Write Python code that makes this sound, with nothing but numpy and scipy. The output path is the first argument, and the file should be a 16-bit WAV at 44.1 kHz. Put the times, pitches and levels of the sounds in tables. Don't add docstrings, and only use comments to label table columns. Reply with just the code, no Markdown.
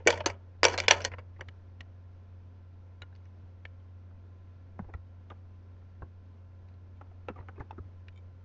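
import sys
import numpy as np
from scipy import signal
from scipy.fft import rfft, irfft
from scipy.io import wavfile
from scipy.ndimage import uniform_filter1d, minimum_filter1d

SR = 44100
rng = np.random.default_rng(int(sys.argv[2]) if len(sys.argv) > 2 else 0)


def master_out(mix):
    frames = np.transpose(np.atleast_2d(mix))
    ceiling = np.clip(frames, -1, 1)
    pcm = np.round(ceiling * 32767).astype(np.int16)
    wavfile.write(sys.argv[1], SR, pcm)


def magnitude_from_level(level_db):
    exponent = np.asarray(level_db, float) / 20
    return 10 ** exponent


N = 372204

# pitch in Hz, level in dB rms.
FAN_LINES = [(209.9, -71.5), (253.0, -73), (409.1, -91.5), (527.6, -81), (554.5, -84.5), (683.7, -83),
             (899.0, -85), (1023, -81), (1066, -89), (1362, -85), (1405, -88.5), (1534, -88.5), (1701, -90),
             (2385, -99), (2514, -100), (2552, -103.5)]
# frequency in Hz, level in dB per Hz.
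AIR_SPECTRUM = [(15, -67.5), (27, -75), (60, -69.5), (100, -70), (150, -78), (300, -81), (500, -84),
                (1000, -92.5), (2100, -99), (4000, -107), (6200, -112), (7400, -122), (9000, -126),
                (12000, -140)]
# start in seconds, strength in dB, softness in dB, # chatter time in
# seconds (the chatter dies by 60 dB in 2.2 times this), ring brought out in Hz.
DROP = [(0.001, -67, 31.5, 0.036, 899.2), (0.052, -58, 5.5, 0.04, 2203), (0.0635, -42.5, 12, 0.05, 902.7),
        (0.0715, -19, 2.5, 0.02, 2290), (0.0828, -30, 17.5, 0.015, 539.6),
        (0.1025, -29.5, 2.5, 0.015, 2317), (0.1255, -39, 4.5, 0.02, 920), (0.157, -53.5, 14, 0.02, 2301),
        (0.1732, -46.5, 3.5, 0.033, 1901), (0.198, -54, 11.5, 0.041, 3400),
        (0.2044, -41, 7.5, 0.023, 896.5), (0.2379, -56.5, 20.5, 0.03, 1600),
        (0.2587, -26.5, 1.5, 0.024, 6280), (0.264, -36.5, 12, 0.03, 2890), (0.2983, -40, 4.5, 0.015, 2260)]
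# start in seconds, strength in dB, softness in dB, # chatter time
# in seconds (the chatter dies by 60 dB in 2.2 times this), ring brought out in Hz.
GATHER = [(0.631, -19.5, 3.5, 0.011, 4970), (0.6411, -25, 1.5, 0.017, 2890),
          (0.6505, -18, 2.5, 0.0079, 5680), (0.654, -29.5, 14.5, 0.018, 950), (0.6631, -35, 3, 0.015, 5900),
          (0.6824, -37, 1.5, 0.013, 5910), (0.712, -48, 3, 0.031, 5600), (0.73, -49, 1, 0.0305, 4600),
          (0.7386, -35, 6, 0.03, 4200), (0.7765, -33.5, 2, 0.026, 2720), (0.784, -32.5, 4, 0.033, 4140),
          (0.8006, -32, 2, 0.011, 2270), (0.836, -43, 8, 0.04, 2320), (0.8593, -55, 10.5, 0.02, 3000),
          (0.8809, -20, 2, 0.015, 5100), (0.891, -37, 5.5, 0.02, 900), (0.9028, -30, 5, 0.025, 3200),
          (0.9085, -15.5, 2, 0.016, 5900), (0.9189, -27, 5.5, 0.031, 900), (1.0036, -44, 5, 0.027, 3040),
          (1.017, -55, -1, 0.043, 5900), (1.042, -46.5, 0, 0.048, 4330), (1.0479, -31.5, 1.5, 0.02, 1810),
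          (1.1165, -51, 11, 0.028, 1930), (1.1364, -51.5, 17.5, 0.013, 3010),
          (1.1828, -52.5, 18, 0.034, 2320)]
# start in seconds, level in dB, length in seconds.
SKIDS = [
    (.072, -33, 0.066),
    (.135, -45, .09),
    (.26, -42.5, 0.053),
    (.3, -47, 0.06),
    (.632, -31.5, 0.14),
    (.778, -39, 0.079),
    (.882, -30.5, .03),
    (.91, -34.5, 0.14),
    (1.0, -51.5, 0.054),
    (1.042, -40.5, 0.047),
]
# pitch in Hz, width in Hz, level in dB.
PART_MODES = [(500, 120, 12), (925, 25, 3), (1400, 47.4, -5), (1850, 20, -3), (2270, 70, -1), (2885, 38, 3),
              (3578, 260, -0.5), (4621, 140, -1), (5042, 140, -2), (5578, 99, -4.5), (6400, 510, -5),
              (8200, 500, -20)]
# pitch in Hz, width in Hz, level in dB.
DESK_MODES = [(351.3, 40, -5.5), (600, 100, 2.5), (1045.4, 310, -3.5), (1700, 1400, 3.5), (2600, 4000, -11),
              (3607, 900, -4), (5480, 800, -8.5), (6600, 710, -14.5)]
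# centre in Hz, width in Hz, share removed.
DESK_DIPS = [(1130, 370, .55), (3800, 410, .6)]
# thud in dB, thud in dB per dB of softness,
# click in dB, click loss in dB per dB of softness.
PART_TOUCH = (-7, 0.9065, 4.5, 3.5)
# start in seconds, peak in dB, pitch in Hz, t60 in seconds.
THUMPS = [(0.071, -8.5, 486, 0.051), (0.066, -21.5, 346.5, 0.14), (0.261, -16.5, 329.9, 0.042),
          (0.635, -27, 350.2, 0.1), (3.436, -28.5, 82, 0.049), (4.797, -19.5, 190.6, 0.051),
          (4.823, -19, 94, 0.033), (4.86, -28.5, 42.4, 0.096), (4.948, -21, 75.3, 0.12),
          (6.017, -24, 69.3, 0.061), (6.031, -21.5, 86.2, 0.047), (7.3, -28, 207.7, 0.055),
          (7.324, -43.5, 82.3, 0.12), (7.4, -20, 82.5, 0.033), (7.603, -19.5, 90.2, 0.06),
          (7.781, -25, 241, 0.029), (7.8, -22.5, 85, 0.09), (7.854, -29, 87.4, 0.058)]
# start in seconds, peak in dB, pitch in Hz, t60 in seconds.
HOLLOW_RINGS = [(0.0635, -12.5, 410, 0.036), (0.127, -23.5, 904, 0.079), (0.24, -52, 1540, 0.042),
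                (0.261, -33, 2802, 0.035), (0.912, -20.5, 900, 0.086), (1.409, -51, 1860, 0.0316),
                (1.409, -41, 5840, 0.011), (1.807, -52, 1970, 0.01834), (1.807, -49, 1334, .02),
                (1.807, -49, 4220, 0.02), (3.019, -38, 1416, 0.069), (3.019, -55, 3798, 0.028),
                (3.019, -41, 3050, 0.016), (3.019, -45, 6800, 0.012), (3.125, -51, 1573, 0.036),
                (3.152, -57, 4600, .02), (3.161, -58, 4600, .025), (3.161, -62, 6200, .02),
                (3.258, -58.5, 2240, 0.051), (3.652, -32.5, 1768, .03), (3.652, -51, 4350, 0.025),
                (3.654, -51, 2270, .03), (3.652, -49, 3050, 0.024), (5.302, -64, 472.3, 0.0365),
                (5.301, -49, 1630, 0.026), (5.301, -57, 2790, 0.022), (7.285, -24.5, 500, 0.048),
                (7.401, -58.5, 4074, 0.022), (7.565, -56, 2530, .06), (7.708, -25, 866, 0.027),
                (7.709, -41.5, 2620, 0.0196), (7.709, -55, 5500, 0.0178), (7.724, -44, 907, .05),
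                (.205, -26, 600, 0.057), (.298, -41, 2260, 0.02), (.884, -20, 501, .04),
                (1.409, -51.5, 4500, 0.019), (1.409, -50, 7300, .012), (1.41, -39, 520, .05),
                (1.807, -48, 5300, .015), (1.824, -52, 620, .03), (3.019, -47, 2200, .035),
                (3.021, -48, 370, .04), (3.652, -61, 6900, .015), (3.653, -51, 380, .04),
                (4.798, -46, 1499, .04), (4.939, -52, 2500, .025), (4.938, -54, 3400, .02),
                (5.301, -50, 895, .03), (6.021, -44, 1100, .04)]
# start in seconds, peak in dB, pitch in Hz, t60
# in seconds.
PART_RINGS = [(.0725, -14.5, 2290, 0.046), (.0725, -24.5, 2900, 0.036), (.0725, -26, 5494, 0.0129),
              (.103, -22, 2330, 0.032), (.157, -38.5, 2310, 0.064), (.206, -31.5, 930, .05),
              (.259, -24, 6250, 0.0213), (.259, -28, 5470, .02), (.26, -28, 1957, 0.0156),
              (.262, -28, 899, 0.073), (.632, -21.5, 3270, 0.018), (.632, -24, 6520, 0.0149),
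              (.643, -24, 2900, 0.0254), (.651, -21.5, 3330, 0.0192), (.684, -33.5, 2312, 0.044),
              (.785, -32, 4170, 0.051), (.792, -38, 2500, .02), (.801, -31.5, 3630, .015),
              (.859, -44.5, 2980, .03), (.882, -19.5, 1527, 0.036), (.882, -25, 2820, 0.026),
              (.882, -27.5, 4350, 0.018), (.903, -31.5, 3281, 0.023), (.91, -20.5, 3131, 0.029),
              (1.006, -57, 7200, .04), (1.016, -52, 5920, .03), (1.049, -24.5, 1620, 0.026),
              (1.049, -23.5, 2960, 0.018), (1.049, -39, 3300, 0.035), (1.049, -21.5, 4260, 0.026),
              (1.049, -34, 6050, 0.03), (1.118, -41, 1930, 0.05), (3.652, -68, 1010, .035),
              (3.652, -50, 1328, .035), (3.652, -56.5, 3380, .035), (4.951, -61, 4000, .03),
              (4.792, -62, 2900, .03), (5.301, -56, 3250, .025), (6.021, -58, 2700, .03),
              (.66, -25, 930, 0.12), (.275, -30, 700, 0.031), (1.486, -58, 2900, .03)]
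# start in seconds, main ring in Hz,
# upper ring in Hz, strength in dB, softness in dB.
BUMPS = [(1.362, 467, 1888, -61.5, 4), (4.109, 582, 1500, -65, 12), (4.79, 850, 1592, -42.5, 14),
         (4.842, 1022, 1395, -56, 15), (4.8865, 416, 796, -54.5, 23), (4.896, 1072, 1500, -56, 15),
         (4.937, 1410, 1902, -46.5, 5), (5.3005, 1190, 3290, -47, 5.5), (5.315, 851, 1400, -52.5, 15),
         (5.817, 450, 1335, -61, 16), (6.0195, 1080, 1500, -47, 16.5), (6.031, 510, 300.3, -70.5, 39),
         (7.0105, 745, 1365, -48.5, 10), (7.112, 1200, 707, -58.5, 11), (7.284, 2710, 1210, -40.5, 4.5),
         (7.297, 420, 1700, -49.5, 25.5), (7.359, 1150, 703, -50.5, 10.5), (7.375, 1413, 1990, -61, 6),
         (7.387, 1000, 1850, -53.5, 14), (7.405, 1174, 1900, -57, 11), (7.425, 1500, 897, -58, 12),
         (7.484, 760, 1520, -46.5, 9), (7.558, 2100, 2600, -63, 5), (7.578, 400, 1300, -53.5, 29.5),
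         (7.597, 2100, 4720, -54, 6), (7.604, 867.2, 1740, -44, 11), (7.616, 403.3, 882, -60.5, 30.5),
         (7.708, 870, 3450, -54, 5), (7.726, 899, 1280, -55, 19), (7.7786, 383, 1250, -48.5, 22)]
# pitch in Hz, width in Hz, level in dB.
CABLE_MODES = [(263, 84, 9.5), (510, 370, -13.5), (760, 120, -3.5), (1150, 200, -1), (1880, 440, 1.5),
               (2740, 220, -8), (2645.5, 91, -29), (3294, 62, -27), (6000, 400, -53)]
# firmest moment in seconds, level in dB, length in seconds.
SCUFFS = [(1.396, -47, 0.012), (1.42, -50, 0.039), (4.80, -67, 0.089), (4.897, -59, 0.05),
          (5.314, -52, 0.035), (7.295, -46, 0.034), (7.378, -60, 0.044), (7.39, -56.5, 0.12),
          (7.41, -69, 0.059), (7.56, -62, 0.047), (7.605, -52.5, 0.087)]
# start in seconds, main ring in Hz, upper ring in Hz,
# strength in dB, softness in dB.
SNAPS = [(1.4079, 1880, 2900, -44.5, 8), (1.4845, 2290, 3050, -52, -16), (1.806, 1914, 6120, -49.5, 6.5),
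         (3.0185, 1442, 3860, -47, 7.5), (3.125, 1580, 3800, -75, 17), (3.151, 2220, 4600, -64.5, -6),
         (3.03, 1406, 3530, -67, 17), (3.16, 2193, 4600, -66, -3), (3.2535, 2260.0, 6000, -66.5, -3.5),
         (3.6515, 1780, 3300, -47, 6), (3.799, 1907, 3200, -74, 10), (6.685, 1866, 4030, -68, 5),
         (6.7394, 2360, 3990, -73, 6), (8.0825, 2552, 1580, -54, -1), (8.085, 4070, 1980, -74, -9)]
# pitch in Hz, width in Hz, level in dB.
MOUTHPIECE_MODES = [(486, 87, 7.5), (930, 1800, 0.5), (1300, 1470, 6.5), (1745, 140, 10.5), (2210, 82, 10),
                    (2900, 14, 6), (3290, 45, -7.5), (4600, 240, -12), (4760, 150, -19), (6650, 200, -44.5),
                    (7200, 59, -25)]
# start in seconds, peak in dB.
PIN_TOUCHES = [
    (6.972, -78),
    (8.125, -79.5),
    (8.16, -70),
    (8.176, -67),
    (8.189, -75),
]
# pitch in Hz, level in dB, t60 in seconds.
PIN_MODES = [(2260, -8, 0.036), (2290, -2.5, 0.08), (3120, -8, 0.11), (3580, -7.5, 0.079),
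             (5100, -26, 0.055), (6780, -14.5, 0.033)]
# frequency in Hz, t60 in seconds.
ROOM_T60 = [(250, 0.58), (1000, 0.33), (3000, 0.06), (8000, 0.05)]


def rms_one(x):
    return x / np.sqrt(np.mean(x ** 2) + 1e-20)


def at_hz(points, hz):
    table_hz, values = np.array(points).T
    return np.interp(np.log(hz), np.log(table_hz), values)


def drift(rate):
    r = np.exp(-80 * np.pi * rate / SR)
    slow = signal.lfilter([1], [1, -2 * r, r * r], rng.standard_normal(N // 40 + 2002))[2000:]
    return np.interp(np.arange(N) / 40, np.arange(len(slow)), rms_one(slow))


def low_pass(x, order, hz):
    return signal.sosfilt(signal.butter(order, hz, fs=SR, output="sos"), x)


def band_pass(x, low_hz, high_hz):
    return signal.sosfilt(signal.butter(2, [low_hz, high_hz], "band", fs=SR, output="sos"), x)


def resonate(x, hz, width):
    r = np.exp(-np.pi * width / SR)
    poles = [1, -2 * r * np.cos(2 * np.pi * hz / SR), r * r]
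    return signal.lfilter([(1 - r * r) / 2, 0, (r * r - 1) / 2], poles, x)


def add(out, s, sound):
    at = round(s * SR)
    out[at:at + len(sound)] += sound[:N - at]


def touch_levels(db, soft_db, law):
    thud_db, thud_gain, click_db, click_loss = law
    return db + thud_db + thud_gain * soft_db, db, db + click_db - click_loss * soft_db


def first_blow_db(soft_db, hard_db):
    return hard_db - 0.95 * soft_db


def knock(modes, edges_hz, levels_db, t60, spread_db, blow_db):
    t = np.arange(3000) / SR
    lumps = magnitude_from_level(3 * rng.standard_normal(len(t) // 20)).repeat(20)
    grit = rng.standard_normal(len(t)) * lumps * np.minimum(t / 0.00082, 1)
    grit[[20, 43, 44, 71]] += magnitude_from_level(blow_db) / 2 * np.array([.4, 1, 1, -.7])
    luck = spread_db * rng.standard_normal(len(modes))
    body = 0
    for k, (hz, width, db) in enumerate(sorted(modes)):
        decay_db = -60 * t / np.clip(t60, .004, .15) * (hz / 1500) ** 0.22
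        body = body + (-1) ** k * magnitude_from_level(db + luck[k]) * resonate(grit * magnitude_from_level(decay_db) + 1e-18, hz, width)
    out = 0
    for low, high, db in zip(edges_hz, edges_hz[1:], levels_db):
        part = band_pass(body, low, high)
        part = magnitude_from_level(db) * part / np.sqrt(np.sum(part ** 2) / (SR / 100))
        out = part - out
    return out


def rubbing(level, modes, per_s, size_db, cut_hz, full_db):
    sizes = magnitude_from_level(size_db * np.minimum(rng.exponential(1, N), 4)) * rng.choice([-1, 1], N)
    clicks = rng.random(N) < per_s * magnitude_from_level(5 * drift(40)) / SR
    grit = sizes * clicks + 1e-18
    rings = [(-1) ** k * magnitude_from_level(db) * resonate(grit, hz, width) for k, (hz, width, db) in enumerate(modes)]
    body = rms_one(sum(rings))
    dull = low_pass(body, 3, cut_hz)
    brightness = np.minimum(level / magnitude_from_level(full_db), 1) ** 1.3
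    return level * (dull + brightness * (body - dull))


def fan():
    t = np.arange(N) / SR
    hum = magnitude_from_level(-50 + drift(5.9) / 2) * np.sin(2 * np.pi * 90.15 * t + 0.12 * drift(0.99))
    lines = 0
    for hz, db in FAN_LINES + [(117.02, -77)]:
        lines = lines + magnitude_from_level(db + 1.5 * drift(5)) * np.sin(2 * np.pi * hz * t + 2.5 * drift(3))
    whine = magnitude_from_level(-105) * np.sin(2 * np.pi * 8000 * t)
    hz = np.maximum(np.fft.rfftfreq(N, 1 / SR), 1)
    air = rms_one(irfft(rfft(rng.standard_normal(N)) * magnitude_from_level(at_hz(AIR_SPECTRUM, hz)), N))
    breeze = magnitude_from_level(drift(3) / 2)
    return np.sqrt(2) * (hum + lines + whine) + magnitude_from_level(-60) * breeze * air


def skidding(rows):
    fade_db_per_s, stop_db = 89, 12.5
    t, level = np.arange(N // 4) / SR, np.zeros(N // 4)
    for s, db, length in rows:
        since = np.maximum(t - s, 0)
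        fade_db = fade_db_per_s * since + stop_db * (since / length) ** 6
        level = np.maximum(level, (t > s) * magnitude_from_level(db - np.minimum(fade_db, 200)))
    return np.pad(uniform_filter1d(level, size=200), (0, N - N // 4))


def clatter():
    out = np.zeros(N)
    modes = sorted([(hz, 2.0 * width + 40, db) for hz, width, db in PART_MODES] + DESK_MODES)
    for s, db, soft_db, t60, ring_hz in DROP + GATHER:
        ring = (ring_hz, 0.042 * ring_hz + 50, 10)
        levels_db = touch_levels(db, soft_db, PART_TOUCH)
        sound = knock(modes + [ring], (300, 1200, 3600, 9600), levels_db, 2.2 * t60,
                      spread_db=4.5, blow_db=first_blow_db(soft_db, 20.5))
        add(out, s, magnitude_from_level(-6.5) * sound)
    slide = rubbing(skidding(SKIDS), modes, per_s=3000.0, size_db=4.0, cut_hz=3900, full_db=-45.5)
    out = out + magnitude_from_level(-8.0) * slide
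    return out - sum(share * resonate(out, hz, width) for hz, width, share in DESK_DIPS)


def thumps(rows, rise_s):
    out, t = np.zeros(N), np.arange(8000) / SR
    for s, db, hz, t60 in rows:
        swing = (1 - np.exp(-t / rise_s)) * np.sin(2 * np.pi * hz * t)
        add(out, s, magnitude_from_level(db - 8.0 - 60 * t / max(t60, .01)) * swing)
    return out


def ticks(rows, modes, edges_hz, law, t60, cut_loss):
    out, broad = np.zeros(N), [(hz, 2.77 * width, db) for hz, width, db in modes]
    for s, *rings_hz, db, soft_db in rows:
        rings = [(hz, 0.074 * hz + 40, 12) for hz in rings_hz]
        sound = knock(broad + rings, edges_hz, touch_levels(db, soft_db, law), t60,
                      spread_db=2, blow_db=first_blow_db(max(soft_db, 0), 22))
        cut_hz = np.clip(7700 * magnitude_from_level(-cut_loss * soft_db), 1500, 9000)
        add(out, s, magnitude_from_level(-5) * low_pass(sound, 4, cut_hz))
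    return out


def bumps():
    return ticks(BUMPS, CABLE_MODES, (220, 600, 1550, 4500), law=(-15, 0.8592, 3, 2.85), t60=0.047, cut_loss=0.79)


def cracks(rows):
    out, t = np.zeros(N), np.arange(1500) / SR
    for s, *rings_hz, db, soft_db in rows:
        grit = band_pass(rng.standard_normal(len(t)) * magnitude_from_level(-60 * t / 0.03), 5200, 6900)
        add(out, s, magnitude_from_level(db - 11 - 1.3 * soft_db) * grit)
    return out


def strokes(rows):
    rise, edge_db = 0.48, 23
    t, level = np.arange(N) / SR, 0
    for s, db, length in rows:
        away = np.maximum((s - t) / rise, (t - s) / (1 - rise)) / length
        level = level + (away < 1) * magnitude_from_level(db - edge_db * np.minimum(away, 1))
    return level


def scuffs():
    modes = [(hz, 5.0 * width, 0.6 * db) for hz, width, db in CABLE_MODES]
    rustle = rubbing(strokes(SCUFFS), modes, per_s=3000, size_db=2.5, cut_hz=2200, full_db=-40)
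    return low_pass(rustle, 3, 2800)


def snaps():
    return ticks(SNAPS, MOUTHPIECE_MODES, (300, 1200, 3400, 7300), law=(-19, 1.76, -16, 0.1), t60=0.0323, cut_loss=0)


def clink():
    touches = np.zeros(N) + 1e-18
    touches[[round(s * SR) for s, db in PIN_TOUCHES]] = magnitude_from_level(np.array(PIN_TOUCHES)[:, 1])
    return sum(magnitude_from_level(db) * resonate(touches, hz, 2.84 / t60) * t60 * SR / 7 for hz, db, t60 in PIN_MODES)


def room(x):
    t, tail = np.arange(20000) / SR, 0
    for hz in 250 * 2 ** np.arange(6):
        band = band_pass(rng.standard_normal(len(t)), hz / np.sqrt(2), hz * np.sqrt(2))
        tail = tail + band * magnitude_from_level(-60 * t / at_hz(ROOM_T60, hz))
    tail = tail * np.minimum(t / 0.028, 1)
    return signal.oaconvolve(x, tail / np.sqrt(np.sum(tail ** 2)))[:N]


def scene():
    near = clatter()
    small = snaps() + bumps()
    echo = room(magnitude_from_level(-23.0) * near + magnitude_from_level(-26.5) * small)
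    nudges = thumps(THUMPS, rise_s=0.0032)
    rings = thumps(HOLLOW_RINGS, rise_s=0.00077) + thumps(PART_RINGS, rise_s=0.0006)
    mix = near + small + echo + scuffs() + clink() + nudges + rings + fan() + cracks(BUMPS)
    return mix[None]


def gate(dry):
    opens_db, knee_db, listens_s, memory_s = -66, 6, 0.012, 0.93
    most_db, full_at_db, lift_slope = 6.5, -21, 0.083
    heard = band_pass(dry, 1200, 6000)
    heard_db = 10 * np.log10(uniform_filter1d(heard ** 2, int(listens_s * SR)) + 1e-12)
    span = int(memory_s * SR) | 1
    loudest_db = -minimum_filter1d(-heard_db, span, origin=span // 2)
    full_db = np.clip(most_db + lift_slope * (loudest_db - full_at_db), 0, most_db)
    lift_db = full_db * np.clip((heard_db - opens_db) / knee_db, 0, 1)
    return dry * magnitude_from_level(uniform_filter1d(lift_db, size=400))


def band_limit(x):
    return signal.sosfilt(signal.butter(12, 8890, fs=SR, output="sos"), x)


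def record(dry):
    overload = .8
    rounded = overload * np.tanh(gate(dry) / overload)
    cut = signal.sosfilt(signal.cheby2(10, 60, 9400, fs=SR, output="sos"), rounded)
    mix = low_pass(cut, 3, 8600)
    return band_limit(mix)


dry = scene()
out = record(dry)
master_out(out)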